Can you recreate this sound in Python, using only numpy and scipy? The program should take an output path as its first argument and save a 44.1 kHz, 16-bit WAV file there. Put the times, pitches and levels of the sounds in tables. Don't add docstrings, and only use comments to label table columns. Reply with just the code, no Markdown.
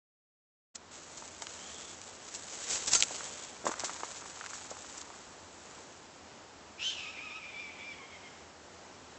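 import sys
import numpy as np
from scipy import signal
from scipy.fft import rfft, irfft, next_fast_len
from scipy.io import wavfile
from scipy.ndimage import map_coordinates

SR = 44100
rng = np.random.default_rng(int(sys.argv[2]) if len(sys.argv) > 2 else 0)


def pcm_store(signal):
    levels = np.round(np.clip(np.atleast_2d(signal), -1, 1) * 32767)
    wavfile.write(sys.argv[1], SR, levels.astype(np.int16).T)


N = 404838

# f/Hz, density/dB
WIND_SPECTRUM = [(18, -39), (30, -14.5), (75, -8.5), (108, -8.5), (181, -4), (240, -1.5), (704, -2.5),
                 (910, -2.5), (1070, -4.5), (1390, -6), (2370, -11.5), (2860, -11.5), (3610, -13.5),
                 (7460, -13), (8000, -17.5), (10400, -64), (17600, -120)]
# start/s, length/s, level/dB
DISTANT_CRIES = [(1.562, 0.38, -57.5), (3.131, 0.39, -60)]
# t/s, level/dB
RUB_LEVEL = [(0.91, -54), (1.4, -52), (1.7, -47.5), (2.2, -54.5), (2.3, -50), (2.5, -47.5), (2.76, -37.5),
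             (2.85, -45), (3.0, -45), (3.15, -42), (3.45, -48.5), (3.64, -58), (3.83, -45), (4.25, -50.5),
             (4.9, -50), (5.35, -60), (5.75, -57.5), (6.2, -66)]
# f/Hz, density/dB
RUB_SPECTRUM = [(24, -44), (40, -30.5), (142, -7), (189, -15.5), (479, 1.5), (714, -4.5), (1160, -3),
                (1660, -2), (1980, -3.5), (2160, -2.5), (5250, -1), (7000, 6), (8000, 3.5), (10400, -81.5),
                (17600, -120)]
# crest t/s, level/dB, decay/s
SCRAPE_EVENTS = [(0.758, -36, 0.0048), (1.175, -41.5, .014), (1.423, -39, 0.0088), (2.349, -36, .014),
                 (2.703, -30.5, 0.066), (2.878, -27.5, 0.016), (2.918, -30.5, 0.014), (2.936, -19.5, 0.005),
                 (2.951, -23.5, 0.021), (3.007, -22.5, 0.003), (3.035, -23.5, 0.0026), (3.657, -37, .005),
                 (3.674, -33.5, .014), (3.718, -37.5, 0.0066), (3.797, -41, .0075), (3.846, -32.5, 0.023),
                 (4.539, -42, 0.03), (4.707, -39.5, 0.0072), (4.981, -39.5, 0.0056), (5.014, -42, .005)]
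# f/Hz, density/dB
SCRAPE_SPECTRUM = [(30, -10), (300, -11), (1500, -9.5), (3000, -8), (5000, -3), (7500, 5), (8500, -9),
                   (10000, -38.5)]
# t/s, level/dB, centre f/Hz
SNAP_EVENTS = [(1.4214, -24.5, 5000), (1.469, -23.5, 2700), (1.784, -28.5, 6000), (2.016, -28, 6500),
               (2.241, -40, 5500), (2.735, -22, 6000), (2.862, -23, 5500), (2.9505, -12, 6500),
               (3.0247, -4.5, 4300), (3.0342, -14, 6500), (3.7966, -20.5, 6000), (3.804, -22, 5600),
               (4.146, -32, 6500), (4.463, -24, 5500), (5.016, -29, 6500)]
# t/s, level/dB
GRIP_LEVEL = [(3.6, -63), (3.66, -46.5), (3.9, -46), (4.1, -54.5), (4.5, -54), (4.8, -55), (5.15, -59),
              (5.3, -77)]
# t/s, level/dB, f/Hz
BUMP_EVENTS = [(1.222, -35, 996), (1.421, -32.5, 956), (3.108, -31, 646), (3.207, -31, 1400),
               (3.642, -28, 495), (3.654, -22, 514), (3.666, -14, 785), (3.675, -24, 980),
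               (3.682, -27, 410), (3.691, -24, 430), (3.714, -29, 1040), (3.78, -34.5, 960),
               (3.836, -25.5, 690), (3.894, -28.5, 1140), (4.033, -22, 880), (4.41, -30.5, 1440),
               (4.44, -33.5, 1340), (4.461, -33.5, 1570), (4.533, -33, 1250), (4.713, -28.5, 610),
               (5.102, -34.5, 940)]
# t/s, level/dB
CLINK_EVENTS = [(2.954, -29), (3.031, -45)]
# f/Hz, level/dB, t60/s
METAL_MODES = [(1370, 2.5, 0.085), (4720, -5, 0.14), (6170, -2, 0.061), (6280, 0, 0.18), (6550, -7, .14),
               (7660, 2, 0.11), (8400, -4, .14)]
# t/s, f/Hz, level/dB, roughness
SCREAM = [(6.775, 2340, -53, 0.66), (6.818, 2630, -36.5, 0.64), (6.85, 3040, -35.5, 0.35),
          (6.895, 3105, -35, 0), (6.91, 3300, -40.5, 1.1), (6.975, 2697, -44, 0.74),
          (7.09, 2520, -43, 0.38), (7.21, 2449, -46, 0.43), (7.38, 2513, -46, 0.4), (7.47, 2360, -48, .4),
          (7.6, 2370, -43.5, .17), (7.7, 2316, -48.5, 0.37), (7.84, 2340, -48, 0.43),
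          (7.915, 2340, -44.5, 0.02), (7.99, 2198, -52.5, .36), (8.27, 2140, -52.5, .3),
          (8.45, 2090, -70, 0.7)]
# centre t/s, half-length/s, loss/dB
VOICE_CRACKS = [(7.143, 0.036, 2.5), (7.293, .012, 2), (7.411, .014, 3.5), (7.521, 0.017, 5),
                (7.75, 0.039, 2.5), (7.955, 0.027, 5), (8.088, .024, 8), (8.205, .028, 9), (8.31, .02, 8)]
# start/s, end/s, half-pitch level/dB re main line
PERIOD_DOUBLINGS = [(7.03, 7.13, -12), (7.194, 7.423, -11), (7.976, 8.084, -6.5)]
# f/Hz, density/dB
RASP_OPEN = [(1500, -35), (2300, -20), (2800, 0.5), (3500, 0.5), (4100, -3.5), (4700, -8), (5300, -5),
             (6200, -19), (7000, -5.5), (8000, -19)]
# f/Hz, density/dB
RASP_CLOSED = [(1000, -29.5), (1700, 1), (2000, -4.5), (2900, 7.5), (3600, -4), (4300, -9), (5300, -12),
               (6000, -13), (8000, -25)]


def amp(db):
    return 10 ** (np.asarray(db) / 20)


def unit_rms(x):
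    return x / np.sqrt(np.mean(x ** 2) + 1e-20)


def clock():
    return np.arange(N) / SR


def curves(rows):
    times, *columns = np.transpose(rows)
    return [np.interp(clock(), times, column) for column in columns]


def during(rows, fade_s):
    return np.clip(np.minimum(clock() - rows[0][0], rows[-1][0] - clock()) / fade_s, 0, 1)


def plateau(centre_s, half_s):
    return 1 / (1 + ((clock() - centre_s) / half_s) ** 6)


def wobble(rate_hz):
    knots = rng.standard_normal(int(N * rate_hz / SR) + 4)
    return map_coordinates(knots, [np.arange(N) * rate_hz / SR])


def fuzz(phase, rate_hz):
    return unit_rms(wobble(rate_hz) * np.sin(phase) + wobble(rate_hz) * np.cos(phase))


def filtered(x, response):
    size = next_fast_len(N + SR // 2)
    return irfft(rfft(x, size) * response(np.fft.rfftfreq(size, 1 / SR)), size)[:N]


def coloured(x, spectrum):
    knots_hz, db = np.transpose(spectrum)
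    return unit_rms(filtered(x, lambda hz: amp(np.interp(np.log(hz + 1), np.log(knots_hz + 1), db))))


def resonant(x, hz, q):
    return signal.lfilter(*signal.iirpeak(hz, q, SR), x)


def resonant_twice(x, hz, q):
    return resonant(resonant(x, hz, q), hz, q)


def noise_band(hz, q, samples=N):
    return unit_rms(resonant_twice(rng.standard_normal(samples), hz, q))


def highpass(x, hz):
    return signal.sosfilt(signal.butter(2, hz, "high", fs=SR, output="sos"), x)


def add(track, start_s, sound):
    part = track[round(start_s * SR):][:len(sound)]
    part += sound[:len(part)]


def grains(rate_hz, spread_db):
    size = amp(spread_db * np.minimum(rng.exponential(size=N), 4))
    return unit_rms((rng.random(N) < rate_hz / SR) * size * rng.choice([-1, 1], N))


def hillside(x, t60_s=1.0, wet_db=-12):
    t = np.arange(SR) / SR
    tail = rng.standard_normal(SR) * amp(-60 * t / t60_s) * (1 - np.exp(-t / .01))
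    return x + amp(wet_db) * signal.fftconvolve(x, tail / np.linalg.norm(tail))[:N]


def wind(breeze_db=-53, gust_db=2.5, gust_s=3.25, gust_width_s=0.43, hum_db=-69):
    level_db = breeze_db + gust_db * np.exp(-((clock() - gust_s) / gust_width_s) ** 2)
    rush = amp(level_db + 0.5 * wobble(6.8)) * coloured(rng.standard_normal(N), WIND_SPECTRUM)
    hum = amp(hum_db) * noise_band(hz=84.7, q=3)
    pickup_db = np.interp(clock(), [.8, .95], [-4, 0])
    return (rush + hum) * amp(pickup_db)


def far_cries(top_hz=3400, scoop_hz=598, scoop_s=.06, jitter=0.025):
    out = np.zeros(N)
    for start_s, length_s, db in DISTANT_CRIES:
        pitch_hz = top_hz - scoop_hz * np.exp(-np.maximum(clock() - start_s, 0) / scoop_s)
        phase = 2 * np.pi * np.cumsum(pitch_hz * (1 + jitter * wobble(500))) / SR
        out += amp(db) * plateau(start_s + length_s / 2, length_s / 2) * fuzz(phase, 450)
    return out


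def rustle(grain_share=0.77):
    level_db, = curves(RUB_LEVEL)
    slips = np.sqrt(grain_share) * grains(rate_hz=4000, spread_db=4.75)
    slips += np.sqrt(1 - grain_share) * rng.standard_normal(N)
    return amp(level_db + 1.67 * wobble(60)) * during(RUB_LEVEL, 0.005) * coloured(slips, RUB_SPECTRUM)


def scrapes(rise_s=0.004):
    t, pressure = clock(), np.zeros(N)
    for crest_s, db, decay_s in SCRAPE_EVENTS:
        falloff = np.maximum((crest_s - t) / rise_s, (t - crest_s) / decay_s)
        pressure += amp(db) * np.exp(-falloff.clip(0, 30))
    return pressure * coloured(grains(rate_hz=9000, spread_db=2.7), SCRAPE_SPECTRUM)


def snaps(t60_s=0.0087, splinter=0.33):
    out, t = np.zeros(N), np.arange(SR // 20) / SR
    for start_s, db, hz in SNAP_EVENTS:
        crack = splinter * rng.standard_normal(len(t)) * amp(-60 * t / t60_s)
        crack[0] = 1
        crack = resonant(crack, hz, q=0.76)
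        add(out, start_s, amp(db) * crack / np.abs(crack).max())
    return highpass(out, hz=1100)


def grip(gain_db=-2, case_hz=1100):
    level_db, = curves(GRIP_LEVEL)
    crackle = unit_rms(resonant_twice(grains(rate_hz=260, spread_db=4.4), case_hz, q=1))
    return amp(level_db + gain_db) * during(GRIP_LEVEL, .02) * crackle


def bumps(damping_db_per_s=120 / 0.0061, rattle_gain=0.26, rattle_t60_s=0.054, delay_s=0.001025):
    out, t = np.zeros(N), np.arange(SR // 12) / SR
    for start_s, db, hz in BUMP_EVENTS:
        pop = np.sin(2 * np.pi * hz * t) * t * amp(-damping_db_per_s * t)
        rattle = rattle_gain * noise_band(hz, q=1, samples=len(t)) * amp(-60 * t / rattle_t60_s)
        add(out, start_s + delay_s, amp(db) * (pop / np.abs(pop).max() + rattle))
    return highpass(out, hz=230)


def clinks(spread_db=2):
    out, t = np.zeros(N), np.arange(SR // 4) / SR
    for start_s, db in CLINK_EVENTS:
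        for hz, mode_db, t60_s in METAL_MODES:
            level_db = db + mode_db + rng.normal(0, spread_db) - 60 * t / t60_s
            add(out, start_s, amp(level_db) * np.sin(2 * np.pi * hz * t))
    return out


def syrinx(waver_start_s=7.03, waver_hz=8.1, depth_hz=124.6, fade_s=0.59, crack_rough=0.9):
    pitch_hz, effort_db, rough = curves(SCREAM)
    age_s = np.maximum(clock() - waver_start_s, 0)
    pitch_hz -= depth_hz * np.exp(-age_s / fade_s) * np.sin(2 * np.pi * waver_hz * age_s)
    for centre_s, half_s, loss_db in VOICE_CRACKS:
        crack = plateau(centre_s, half_s)
        rough += (crack_rough - rough) * crack
        effort_db -= loss_db * crack
    return pitch_hz, effort_db, np.clip(rough, .02, .95)


def period_doubling(phase, rest_db=-26, upper_start_db=-22, upper_db_per_s=8):
    half_db = rest_db + sum((db - rest_db) * plateau((start_s + end_s) / 2, (end_s - start_s) / 2)
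                            for start_s, end_s, db in PERIOD_DOUBLINGS)
    upper_db = upper_start_db + upper_db_per_s * (clock() - SCREAM[0][0])
    half = amp(half_db + 3.5 * wobble(35)) * np.sin(phase / 2 + .4 * wobble(200))
    upper = amp(upper_db + 3 * wobble(35)) * np.sin(1.485 * phase + .8 * wobble(350))
    return half + upper


def throat_rasp(rough, gape_s=6.92, open_db_per_s=67, close_db_per_s=48, closed_db=-9):
    t = clock()
    closure_db = np.maximum(open_db_per_s * (gape_s - t), close_db_per_s * (t - gape_s))
    gape_db = np.maximum(-2.5 - closure_db, -18)
    rasp = coloured(rng.standard_normal(N), RASP_OPEN) * amp(gape_db)
    rasp += coloured(rng.standard_normal(N), RASP_CLOSED) * amp(closed_db) * np.sqrt(rough)
    return rasp * amp(1.7 * wobble(300))


def hawk(jitter=0.0349, flutter_db=2, chaos=0.64, octave_db=-11, hiss_db=-21, stutter_db=2):
    pitch_hz, effort_db, rough = syrinx()
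    detune = rough * (jitter * wobble(700) + .024 * wobble(110))
    phase = 2 * np.pi * np.cumsum(pitch_hz * (1 + detune)) / SR
    whistle = np.sqrt(2 * (1 - rough)) * np.sin(phase)
    chaotic = chaos * np.sqrt(rough) * fuzz(phase, 650)
    whistle *= amp(-flutter_db * np.sqrt(rough) * wobble(300))
    doubled = period_doubling(phase)
    octave = amp(octave_db) * resonant_twice(np.sin(2 * phase + 0.77 * wobble(900)), hz=6100, q=3.7)
    hiss = noise_band(hz=5350, q=9) * amp(hiss_db + 3 * wobble(45))
    voice = whistle + chaotic + np.sqrt(2) * (doubled + octave) + hiss + throat_rasp(rough)
    return amp(effort_db + stutter_db * np.sqrt(rough) * wobble(75)) * during(SCREAM, 0.012) * voice


def scene():
    cries = hillside(hawk() + far_cries())
    return (cries + rustle() + scrapes() + snaps() + bumps() + grip() + clinks() + wind())[None]


def record(dry, start_s=.742, fade_s=0.011, cutoff_hz=8150):
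    gate = np.clip((clock() - start_s) / fade_s, 0, 1)
    return filtered(dry[0] * gate, lambda hz: 1 / np.sqrt(1 + (hz / cutoff_hz) ** 90))[None]


dry = scene()
out = record(dry)
pcm_store(out)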